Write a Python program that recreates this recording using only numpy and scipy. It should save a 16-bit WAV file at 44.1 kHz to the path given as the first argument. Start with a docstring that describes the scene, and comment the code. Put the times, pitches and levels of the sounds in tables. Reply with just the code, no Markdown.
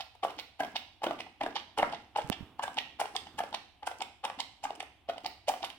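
"""A small, hard-floored room: a dog laps a creamy treat from a ceramic bowl, about 2.5 laps a second.
Each lap is pitched plops that ring the air in the bowl, with squelches and thuds of filtered snaps,
then a bright wet smack: a click rung in the mouth plus fizz. Bubbles, drips and saliva ticks lie between.
Direct sound and a decaying-noise room reach two microphones; rubs and knocks on a hand-held camera are
strongest on the right. Quiet air and a low hum lie below."""
import sys
import numpy as np
from scipy import signal
from scipy.fft import rfft, irfft
from scipy.io import wavfile
from scipy.ndimage import uniform_filter1d

SR = 44100
rng = np.random.default_rng(int(sys.argv[2]) if len(sys.argv) > 2 else 0)


def master(y):
    """Save y as 16-bit WAV."""
    cut = np.clip(np.atleast_2d(y).T, -1, 1)
    pcm = np.round(cut * 32767)  # scale
    wavfile.write(sys.argv[1], SR, pcm.astype(np.int16))


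N = 254898
SIZE = 2048  # burst buffer [samples]
T = np.arange(SIZE) / SR
HZ = np.fft.rfftfreq(SIZE, 1 / SR)
LEAD = T[SIZE // 4]  # burst centre in its buffer [s]
EDGE_HZ = 16300


def amp(db):
    """Decibels to gain."""
    return 10 ** (np.asarray(db) / 20)


def read(points, hz):
    """Interpolates a table on a log-frequency axis."""
    f, value = np.transpose(points)
    return np.interp(np.log(hz + 1), np.log(f + 1), value)


def at_times(points):
    """Interpolates a table of times over the scene."""
    return np.interp(np.arange(N) / SR, *np.transpose(points))


def evened(x):
    """Scales to rms 1."""
    return x / np.sqrt(np.mean(x ** 2) + 1e-20)


def unit(x):
    """Scales a short burst to the energy of 10 ms at rms 1."""
    return x * np.sqrt(.01 * SR / (np.sum(x ** 2) + 1e-20))


def add(mix, s, sound):
    """Mixes a sound in, starting at time s."""
    start = round(s * SR)
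    sound = sound[max(-start, 0):]
    part = mix[max(start, 0):][:len(sound)]
    part += sound[:len(part)]


def causal(db):
    """Minimum-phase response with these gains: it rings only after the blow."""
    log_gain = np.log(amp(np.r_[db, db[-2:0:-1]]))
    return np.exp(np.conj(signal.hilbert(log_gain)))[:len(db)]


def resonance(hz, width_hz):
    """Response of one damped mode."""
    return 1j * HZ * width_hz / (hz ** 2 - HZ ** 2 + 1j * HZ * width_hz)


def random_sizes(spread_db, limit, count):
    """Exponentially scattered levels of snaps, as gains."""
    return amp(spread_db * np.minimum(rng.exponential(1, count), limit))


def tear(length, per_s, spread_db, creep=0.23, creep_length=6.4):
    """Spectrum of a run of tiny snaps: dense around one sure snap, with a weaker, longer skirt."""
    u = (T - LEAD) / max(length, 1 / SR)
    swell = np.exp(-2 * u ** 2) + creep * np.exp(-2 * (u / creep_length) ** 2)
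    snaps = (rng.random(SIZE) < per_s / SR) * rng.choice([-1, 1], SIZE)
    run = swell * snaps * random_sizes(spread_db, 3, SIZE)
    run[SIZE // 4] += 1
    return rfft(run)


def noise(colour):
    """Steady coloured noise of rms 1."""
    gain = amp(read(colour, np.fft.rfftfreq(N, 1 / SR)))
    return evened(irfft(rfft(rng.standard_normal(N)) * gain, N))


# spectrum of the quiet room: (frequency [Hz], level [dB])
AIR_SPECTRUM = [(20, -8), (45, 0), (70, 5.5), (100, 7.5), (170, -21), (300, -23), (480, -22), (740, 0),
                (1300, -19.5), (3000, -9), (6000, -35), (12000, -32.5), (16000, -46)]


def background(floor_db=-67, hum_db=-74, hum_hz=69):
    """Quiet house air, partly shared by both sides, and the low hum of an appliance."""
    shared = noise(AIR_SPECTRUM)
    air = np.array([0.73 * shared + 0.68 * noise(AIR_SPECTRUM) for _ in range(2)])
    hum = np.sin(2 * np.pi * hum_hz * np.arange(N) / SR)
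    return amp(floor_db) * air + amp(hum_db) * hum


# rubbing fingers, spectrum: (frequency [Hz], level [dB])
RUB_SPECTRUM = [(25, -20), (70, 2.5), (150, -4), (310, 2.5), (500, -12), (1200, -11), (5000, -39)]
# fingers shifting on the camera, right side: (time [s], level [dB])
HANDLING = [(0, -79), (2.15, -66), (2.298, -46.5), (2.355, -58), (2.405, -50), (2.55, -60), (3.1, -67),
            (3.35, -55), (3.7, -72), (5.78, -70.5)]
# knocks on the camera, right side:
# (time [s], thump level [dB], thump pitch [Hz], click level [dB], thump decay [s])
KNOCKS = [(2.245, -31, 140, -70, .007), (2.2998, -12, 214, -9.5, .0026), (2.408, -28, 213, -70, .005),
          (2.428, -31, 125, -75, .006)]


def camera(click_s=0.00021, grit=.15, grit_s=.00024, left_db=-22, rub_left_db=-4):
    """Fingers rub the case (coloured noise) and knock it near the right microphone (decaying sines, clicks)."""
    rub = noise(RUB_SPECTRUM) * amp(at_times(HANDLING))
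    blows = np.zeros(N)
    for s, thump_db, hz, click_db, ring_s in KNOCKS:
        thump = np.sin(2 * np.pi * hz * T) * np.exp(-T / ring_s)
        grains = np.diff(rng.standard_normal(SIZE + 1)) * np.exp(-T / grit_s)
        tick = -np.exp(-T / click_s) + grit * grains
        add(blows, s, amp(thump_db) * thump + amp(click_db) * tick)
    left = amp(rub_left_db) * rub + amp(left_db) * blows
    return np.array([left, rub + blows])


def bubble(hz, ring_s, rise):
    """A bubble swells quickly, then dies away while its pitch rises."""
    u = T / max(ring_s, 1 / SR)
    pitch = hz * (1 + rise * np.tanh(u / 2 - .5))
    turns = np.cumsum(pitch) / SR + rng.random()
    return u * np.exp(-u) * np.sin(2 * np.pi * turns)


# mouth cavity and fizz, spectra: (frequency [Hz], level [dB])
MOUTH_SPECTRUM = [(300, -39), (1200, -16.5), (2000, 3.5), (3000, 1.5), (4200, -3), (5300, -3.5),
                  (6500, -11.5), (10000, -48.5)]
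FIZZ_SPECTRUM = [(2000, -33.5), (5000, 7.5), (6800, 1.5), (8200, 5.5), (10000, 0), (12500, -3.5),
                 (14300, -0.5), (15600, 4.5), (16500, -4), (18000, -19)]
# brightness of the fizz: (time [s], centre of its resonance before scatter [Hz])
FIZZ_BRIGHTNESS = [(.25, 10900), (.65, 14200), (1.2, 14000), (1.8, 8900), (3.0, 11600), (3.6, 8500),
                   (4.75, 8500), (5.2, 14100)]
FILM_HZ, THREAD_LENGTH_S = 2920, 0.0016  # film between tongue and cream; one thread of it


def film(s, click_db, hz, fizz_db, length, width_hz=1100, broad=0.22, tint_gain=1.7, tint_width_hz=2200):
    """A wet film snaps: a fizz straight out, and a bright click rung in the mouth."""
    mouth = causal(read(MOUTH_SPECTRUM, HZ)) * (resonance(hz, width_hz) + broad)
    click = unit(irfft(tear(length, per_s=2600, spread_db=6.0) * mouth))
    # a scattered resonance colours each fizz
    tint_hz = np.interp(s, *np.transpose(FIZZ_BRIGHTNESS)) * rng.uniform(0.69, 1.27)
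    tint = 1 + tint_gain * resonance(tint_hz, tint_width_hz)
    spray = tear(length, per_s=3100, spread_db=7.5) * causal(read(FIZZ_SPECTRUM, HZ)) * tint
    return amp(click_db) * click + amp(fizz_db) * unit(irfft(spray))


# squelch spectrum: (frequency [Hz], level [dB])
SQUELCH_SPECTRUM = [(150, -28.5), (350, -16), (520, -1.5), (950, 2.5), (1200, -4.5), (1700, -8.5),
                    (2300, -16), (3500, -17), (7000, -46)]


def froth(length, count=6):
    """A handful of small bubbles, each with its own pitch, breaking at nearly the same moment."""
    out = np.zeros(SIZE)
    for size, when in rng.random((count, 2)):
        hz = 420 * (2600 / 420) ** size
        pop = unit(bubble(hz, ring_s=1.32 / hz, rise=0.09))
        add(out, LEAD + length * (when - .6), amp(read(SQUELCH_SPECTRUM, hz)) * pop)
    return unit(out)


# thud spectrum: (frequency [Hz], level [dB])
THUD_SPECTRUM = [(40, -15.5), (110, -9), (260, 2.5), (400, -5), (600, -11), (1200, -35.5)]


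def plop(db, hz, length, thud_db, squelch_db, ring_db=-1, froth_db=-1, snap_db=-4,
         width_hz=380, glide=0.065, stretch=0.74):
    """A pocket opens with a squelch and a soft thud, and rings the air between muzzle and bowl."""
    u = (T - LEAD) / max(length * stretch, 1 / SR)
    # the pitch slides a little, up or down
    turns = np.cumsum(hz * (1 + glide * rng.normal() * np.tanh(u))) / SR + rng.random()
    puff = np.exp(-2 * u ** 2) * np.sin(2 * np.pi * turns)
    ring = unit(irfft(rfft(puff) * resonance(hz, width_hz)))
    snaps = unit(irfft(tear(length, per_s=1500, spread_db=6.5) * causal(read(SQUELCH_SPECTRUM, HZ))))
    squelch = amp(snap_db) * snaps + amp(froth_db) * froth(length)
    thud = unit(irfft(tear(length, per_s=1300, spread_db=2.5) * causal(read(THUD_SPECTRUM, HZ))))
    return amp(db) * (amp(ring_db) * ring + amp(squelch_db) * squelch + amp(thud_db) * thud)


def light_plop(db, bowl_hz=818.4, length=0.00463, thud_db=-17.5, squelch_db=-5, scatter=0.037):
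    """A light plop with a slightly scattered bowl pitch."""
    return plop(db, bowl_hz * (1 + scatter * rng.normal()), length, thud_db, squelch_db)


# mouth closings: (smack time [s], click level [dB], mouth resonance [Hz], fizz level [dB], length [s],
#  puff time [s], puff level [dB], lip touch time [s], touch click level [dB])
SMACKS = [(.0095, -39.5, 3600, -54, 0.0039, .006, -40, .002, -55),
          (.398, -40, 3900, -50.5, .0016, .391, -42, .389, -43),
          (.766, -34, 3700, -49.5, .0018, .758, -36.5, .76, -37),
          (1.2047, -39.5, 2750, -55, 0.005, 1.202, -41, 1.19, -50),
          (1.567, -34.5, 3600, -60, 0.012, 1.563, -34, 1.5575, -41),
          (1.944, -45, 3500, -70, .009, 1.935, -34, 1.926, -46),
          (2.3275, -36, 2930, -54, 0.0069, 2.324, -39, 2.318, -55),
          (2.7855, -29, 3100, -49.5, .006, 2.7795, -34.5, 2.771, -43),
          (3.1643, -33, 3740, -41.5, 0.0022, 3.156, -35, 3.152, -50),
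          (3.5464, -35.5, 3800, -49.5, 0.0031, 3.544, -35, 3.529, -50),
          (4.0223, -38, 3270, -44.5, 0.00089, 4.017, -35, 4.007, -45),
          (4.403, -33.5, 3450, -42, .003, 4.4, -38.5, 4.39, -47),
          (4.804, -39, 3280, -50, .0012, 4.8048, -41, 4.803, -60),
          (5.263, -36, 4200, -44, 0.0013, 5.26, -36, 5.247, -46),
          (5.649, -37.5, 3450, -45.5, .007, 5.639, -34, 5.63, -42)]
GULP_LEAD_S, GULP_HZ, GULP_DB, GULP_RING_S = .026, 274, -50, 0.0028  # pitch before scatter
LIPS_PLOP_DB, LIPS_FIZZ_DB = -7, -17  # lip touch: plop re puff, fizz re touch click


def smacks(after_s=0.012, after_db=-15, after_fizz_db=-24, after_length=0.0064,
           spit_hz=1900, spit_db=-13, spit_ring_s=.0018):
    """Around each smack: a low gulp before it, a light lip touch, a puff, a small bubble, then settling."""
    out = np.zeros(N)
    for s, click_db, hz, fizz_db, length, puff, puff_db, touch, touch_db in SMACKS:
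        gulp = unit(bubble(GULP_HZ * rng.uniform(0.827, 1.14), GULP_RING_S, rise=0.044))
        add(out, s - GULP_LEAD_S, amp(GULP_DB) * gulp)
        lips = film(s, touch_db, hz, touch_db + LIPS_FIZZ_DB, THREAD_LENGTH_S)
        add(out, touch - LEAD, lips + light_plop(puff_db + LIPS_PLOP_DB))
        add(out, puff - LEAD, light_plop(puff_db))
        add(out, s - LEAD, film(s, click_db, hz, fizz_db, length))
        spit = unit(bubble(spit_hz * rng.uniform(0.86, 1.152), spit_ring_s, rise=0.087))
        add(out, s, amp(click_db + spit_db) * spit)
        settling = film(s, click_db + after_db, FILM_HZ, fizz_db + after_fizz_db, after_length)
        add(out, s + after_s - LEAD, settling)
    return out


def ticks(click_db=-68, fizz_db=-67, spread_db=4, length=.0006, before_s=.06, count=2):
    """Single threads of saliva part shortly before each smack."""
    out = np.zeros(N)
    for s, *_ in SMACKS:
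        for lead, db in zip(before_s * rng.random(count), spread_db * rng.standard_normal(count)):
            add(out, s - lead - LEAD, film(s, click_db + db, FILM_HZ, fizz_db + db, length))
    return out


def stickiness(laps, per_s=420, spread_db=4, linger_s=0.039, bowl_db=-19, mouth_db=-26, fizz_db=-35):
    """Small bubbles and threads of cream burst at random, their level following the laps."""
    r = np.exp(-1 / (linger_s * SR))
    power = uniform_filter1d(laps ** 2, size=700)
    motion = np.sqrt(abs(signal.lfilter([1 - r], [1, -r], power)))
    bowl = resonance(774, 240) * causal(read(SQUELCH_SPECTRUM, HZ))
    mouth = causal(read(MOUTH_SPECTRUM, HZ))
    fizz = causal(read(FIZZ_SPECTRUM, HZ))
    out = np.zeros(N)
    for db, response in [(bowl_db, bowl), (mouth_db, mouth), (fizz_db, fizz)]:
        pops = (rng.random(N) < per_s / SR) * random_sizes(spread_db, 4, N)
        pops = pops * rng.choice([-1, 1], N)
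        out += amp(db) * evened(signal.oaconvolve(pops, irfft(response))[:N])
    return out * motion


# cream dripping from the lips: (time [s], plop level [dB], click level [dB], fizz level [dB])
DRIPS = [(.153, -56, -68, -70), (1.0212, -42, -60, -78), (1.267, -49, -64, -75), (3.27, -50, -53, -72),
         (3.987, -70, -70, -58), (4.828, -46, -65, -57.5), (5.7023, -59, -46, -57)]


def drips():
    """Stray drops fall back into the bowl: a light plop and a film snap each."""
    out = np.zeros(N)
    for s, plop_db, click_db, fizz_db in DRIPS:
        snap = film(s, click_db, FILM_HZ, fizz_db, THREAD_LENGTH_S)
        add(out, s - LEAD, light_plop(plop_db) + snap)
    return out


def chirp(db, low_hz=1400, high_hz=3700, ring_s=.0016, rise=.1):
    """A tiny bubble thrown off by a small pocket."""
    return amp(db) * unit(bubble(low_hz * (high_hz / low_hz) ** rng.random(), ring_s, rise))


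# tongue strokes; plop lengths are before plop()'s stretch:
# (dip time [s], dip level [dB], dip pitch [Hz], dip length [s],
#  pull time [s], pull level [dB], pull pitch [Hz], pull length [s], let-go time [s], let-go level [dB],
#  thud re plop [dB], squelch re plop [dB],
#  tear time [s], tear click level [dB], tear fizz level [dB], tear length [s])
STROKES = [(0.2352, -27.5, 744, 0.0078, .25, -27, 770, .005, .306, -47, -19, -6, .243, -47, -50, .006),
           (.605, -28, 765, 0.0096, .635, -34.5, 728, 0.0072, .648, -40, -12, -5.5, .6045, -49, -47, .0025),
           (1.04, -30.5, 894, 0.0082, 1.068, -30.5, 735, 0.0047, 1.11, -33.5, -11, -0.5, 1.042, -40.5, -45, .0035),
           (1.4125, -29.5, 790, .0055, 1.438, -37, 714, 0.0086, 1.464, -32.5, -12, -3.5, 1.435, -45, -57, .002),
           (1.7785, -33.5, 889, .003, 1.795, -26, 815, .018, 1.8294, -25, -10.5, 0, 1.786, -38, -42, .002),
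           (2.162, -27, 860, .006, 2.1885, -24.5, 843, 0.01, 2.22, -50, -30, -8.5, 2.178, -46, -47, .008),
           (2.595, -35.5, 928, 0.0018, 2.636, -33.5, 885, 0.011, 2.68, -36.5, -16.5, -2.5, 2.6345, -40.5, -42, .011),
           (3.001, -30, 820, 0.0081, 3.014, -28, 844, 0.0064, 3.057, -41.5, -22.5, -4, 3.007, -42, -38, .008),
           (3.39, -31.5, 860, 0.011, 3.4044, -30, 765, 0.0031, 3.438, -37.5, -18, -7, 3.39, -43, -43.5, .005),
           (3.831, -40, 827, .008, 3.875, -29.5, 810, 0.0039, 3.915, -37.5, -24, -8, 3.872, -44.5, -42, .005),
           (4.243, -34, 805, 0.011, 4.252, -31.5, 838, .007, 4.2996, -39, -19.5, -3, 4.2513, -36.5, -43, .003),
           (4.64, -35.5, 798, 0.0049, 4.6533, -30, 828, 0.0065, 4.706, -35, -20.5, -9, 4.6435, -46, -45, .0056),
           (5.089, -36, 636, 0.0022, 5.097, -28.5, 688, .006, 5.181, -43.5, -17, -10.5, 5.1, -45, -57.5, .004),
           (5.483, -27, 593, 0.0044, 5.4958, -24.5, 777, 0.0094, 5.539, -35.5, -21.5, -9.5, 5.4885, -36.5, -34.5, .005)]
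DIP_CLICK_DB, DIP_FIZZ_DB = -15, -32  # re dip plop
PULL_CLICK_DB, PULL_FIZZ_DB = -49, -60
LET_GO_CLICK_DB, LET_GO_FIZZ_DB = -49, -60
LET_GO_PITCH, LET_GO_LENGTH_S = .95, .0028  # pitch ratio to the pull; length before stretch
STRETCH_FIZZ_DB = -20  # re tear fizz


def tongue(small_db=-13, fade_db=-14, chirp_db=-2, stretch_s=.008, stretch_db=-11, stretch_length=.007,
           small_length=0.005056, scatter=0.071, reach=.8, count=3):
    """Each stroke plops at dip, pull and let-go, tears one film, and opens small pockets on the way."""
    out = np.zeros(N)
    for (dip, dip_db, dip_hz, dip_length, pull, pull_db, pull_hz, pull_length, let_go, let_go_db,
         thud_db, squelch_db, torn, click_db, fizz_db, tear_length) in STROKES:
        let_go_hz = pull_hz * LET_GO_PITCH
        stages = [(dip, dip_db, dip_hz, dip_length, dip_db + DIP_CLICK_DB, dip_db + DIP_FIZZ_DB),
                  (pull, pull_db, pull_hz, pull_length, PULL_CLICK_DB, PULL_FIZZ_DB),
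                  (let_go, let_go_db, let_go_hz, LET_GO_LENGTH_S, LET_GO_CLICK_DB, LET_GO_FIZZ_DB)]
        for s, db, hz, length, thread_db, spray_db in stages:
            thread = film(s, thread_db, FILM_HZ, spray_db, THREAD_LENGTH_S)
            add(out, s - LEAD, plop(db, hz, length, thud_db, squelch_db) + thread)
        add(out, torn - LEAD, film(torn, click_db, FILM_HZ, fizz_db, tear_length))
        # the film crackles as it stretches, just before it tears
        crackle = film(torn, click_db + stretch_db, FILM_HZ, fizz_db + STRETCH_FIZZ_DB, stretch_length)
        add(out, torn - stretch_s - LEAD, crackle)
        for k in range(count):
            s = dip + (let_go - dip) * reach * (k + rng.random()) / count
            db = small_db + np.interp(s, [dip, pull, let_go], [dip_db, pull_db, pull_db + fade_db])
            hz = pull_hz * (1 + scatter * rng.normal())
            add(out, s + small_length - LEAD, plop(db, hz, small_length, thud_db, squelch_db))
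            add(out, s + small_length, chirp(db + squelch_db + chirp_db))
    return out


# large bubbles: (time [s], level over 10 ms before trim_db [dB], pitch [Hz])
BUBBLES = [(.605, -36, 1560), (1.065, -31, 302), (1.409, -42, 1860), (1.436, -35, 302), (1.775, -37, 1385),
           (1.829, -34.5, 2074), (1.841, -33, 1306), (2.635, -35.5, 1545), (3.39, -37.5, 1670),
           (3.392, -39.5, 1216), (3.87, -38.5, 1450)]


def bubbles(ring_s=0.00234, rise=0.088, trim_db=-2):
    """Single bubbles ring at their own pitch, the big, low ones longer."""
    out = np.zeros(N)
    for s, db, hz in BUBBLES:
        ring = unit(bubble(hz, ring_s * (1000 / hz) ** 0.22, rise))
        add(out, s - ring_s / 2, amp(db + trim_db) * ring)
    return out


# direct sound at each microphone: (frequency [Hz], level [dB])
NEAR_LEFT = [(200, -6.5), (800, 1.5), (1400, 0), (2500, -1.5), (3500, -9.5), (5000, -14.5), (7000, 0),
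             (9500, -0.5), (15000, -8)]
NEAR_RIGHT = [(200, -6), (800, 1.5), (1400, -6.5), (2200, 2), (3200, 3.5), (5000, 4.5), (7000, 3),
              (9500, -13), (15000, -11)]
# echoes off the glazed bowl wall: (delay to left microphone [s], delay to right microphone [s])
WALLS = [(.00043, 0.00059), (.00097, 0.00069), (.00171, 0.00134), (.0029, .0034)]


def direct(x, right_late_s=0.0001, wall_db=-12, wall_hz=1500):
    """The way to each microphone; the wall of the bowl adds a few quick treble echoes."""
    out = []
    treble = HZ ** 2 / (HZ ** 2 + wall_hz ** 2)
    for colour, late, delays in zip([NEAR_LEFT, NEAR_RIGHT], [0, right_late_s], np.transpose(WALLS)):
        walls = np.exp(-2j * np.pi * HZ[:, None] * delays).sum(1) * treble
        path = (1 + amp(wall_db) * walls) * np.exp(-2j * np.pi * HZ * (late + LEAD))
        response = irfft(path * amp(read(colour, HZ)))
        out.append(signal.oaconvolve(x, response)[SIZE // 4:][:N])
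    return np.array(out)


# treble the muzzle throws past the camera into the room: (time [s], level [dB])
SPILL = [(.4, 4.5), (1.2, 3), (2.2, 1), (3.001, 1), (4.7, -0.5), (5.501, 2.5)]


def spilled(x, treble_hz=6500):
    """What the bowl sends into the room, its treble varying over time."""
    hz = np.fft.rfftfreq(N, 1 / SR)
    treble = irfft(rfft(x) * hz ** 4 / (hz ** 4 + treble_hz ** 4), N)
    return x + treble * (amp(at_times(SPILL)) - 1)


# time to decay by 60 dB: (frequency [Hz], time [s])
ROOM_T60 = [(120, .5), (300, .5), (750, 0.25), (1700, 0.45), (3500, 0.54), (7000, 0.5), (14000, 0.26)]
# room strength at each microphone: (frequency [Hz], level [dB])
ROOM_LEFT = [(100, -2), (300, -1.5), (750, -8.5), (1400, -1.5), (2700, -11), (5000, -9), (9000, -8.5),
             (15000, -9.5)]
ROOM_RIGHT = [(100, -5), (300, -1), (750, -6), (1400, -1), (3000, -2), (5000, -4.5), (9000, -10),
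              (15000, -10)]


def reflections(first_s=0.00066, alike_hz=950):
    """Dense noise reflections, each band dying at its own speed, alike at both microphones in the bass."""
    hz, t, z = signal.stft(rng.standard_normal((2, SR)), SR, nperseg=256)
    alike = (.9 / (1 + (hz / alike_hz) ** 4))[:, None]
    z[1] = alike * z[0] + np.sqrt(1 - alike ** 2) * z[1]
    t60 = read(ROOM_T60, hz)[:, None]
    z *= np.exp(-np.log(1000) * t / t60) * np.sqrt(2 * np.log(1000) / (t60 * SR))
    z *= amp([read(ROOM_LEFT, hz), read(ROOM_RIGHT, hz)])[:, :, None]
    tail = signal.istft(z, SR, nperseg=256)[1]
    return tail * np.clip(np.arange(tail.shape[1]) / (first_s * SR) - .5, 0, 1)


def room(x, wet_db=-1, fade_hz=3.7, count=3):
    """Several diffuse room tails fade in and out in turn, so no steady bands ring through."""
    out = np.zeros((2, N))
    for k in range(count):
        share = np.sqrt(2 / count) * np.cos(2 * np.pi * (fade_hz * np.arange(N) / SR + k / count))
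        out += signal.oaconvolve((x * share)[None], reflections(), axes=1)[:, :N]
    return amp(wet_db) * out


def scene():
    """The lapping, near and through the room, with camera handling and background."""
    laps = tongue() + smacks() + ticks() + drips() + bubbles()
    laps = laps + stickiness(laps)
    return direct(laps) + room(spilled(laps)) + camera() + background()


def record(dry):
    """Low-pass band limit at EDGE_HZ."""
    low_pass = signal.firwin(401, EDGE_HZ, window=("kaiser", 9), fs=SR)
    return signal.oaconvolve(dry, low_pass[None], "same")


dry = scene()
out = record(dry)
master(out)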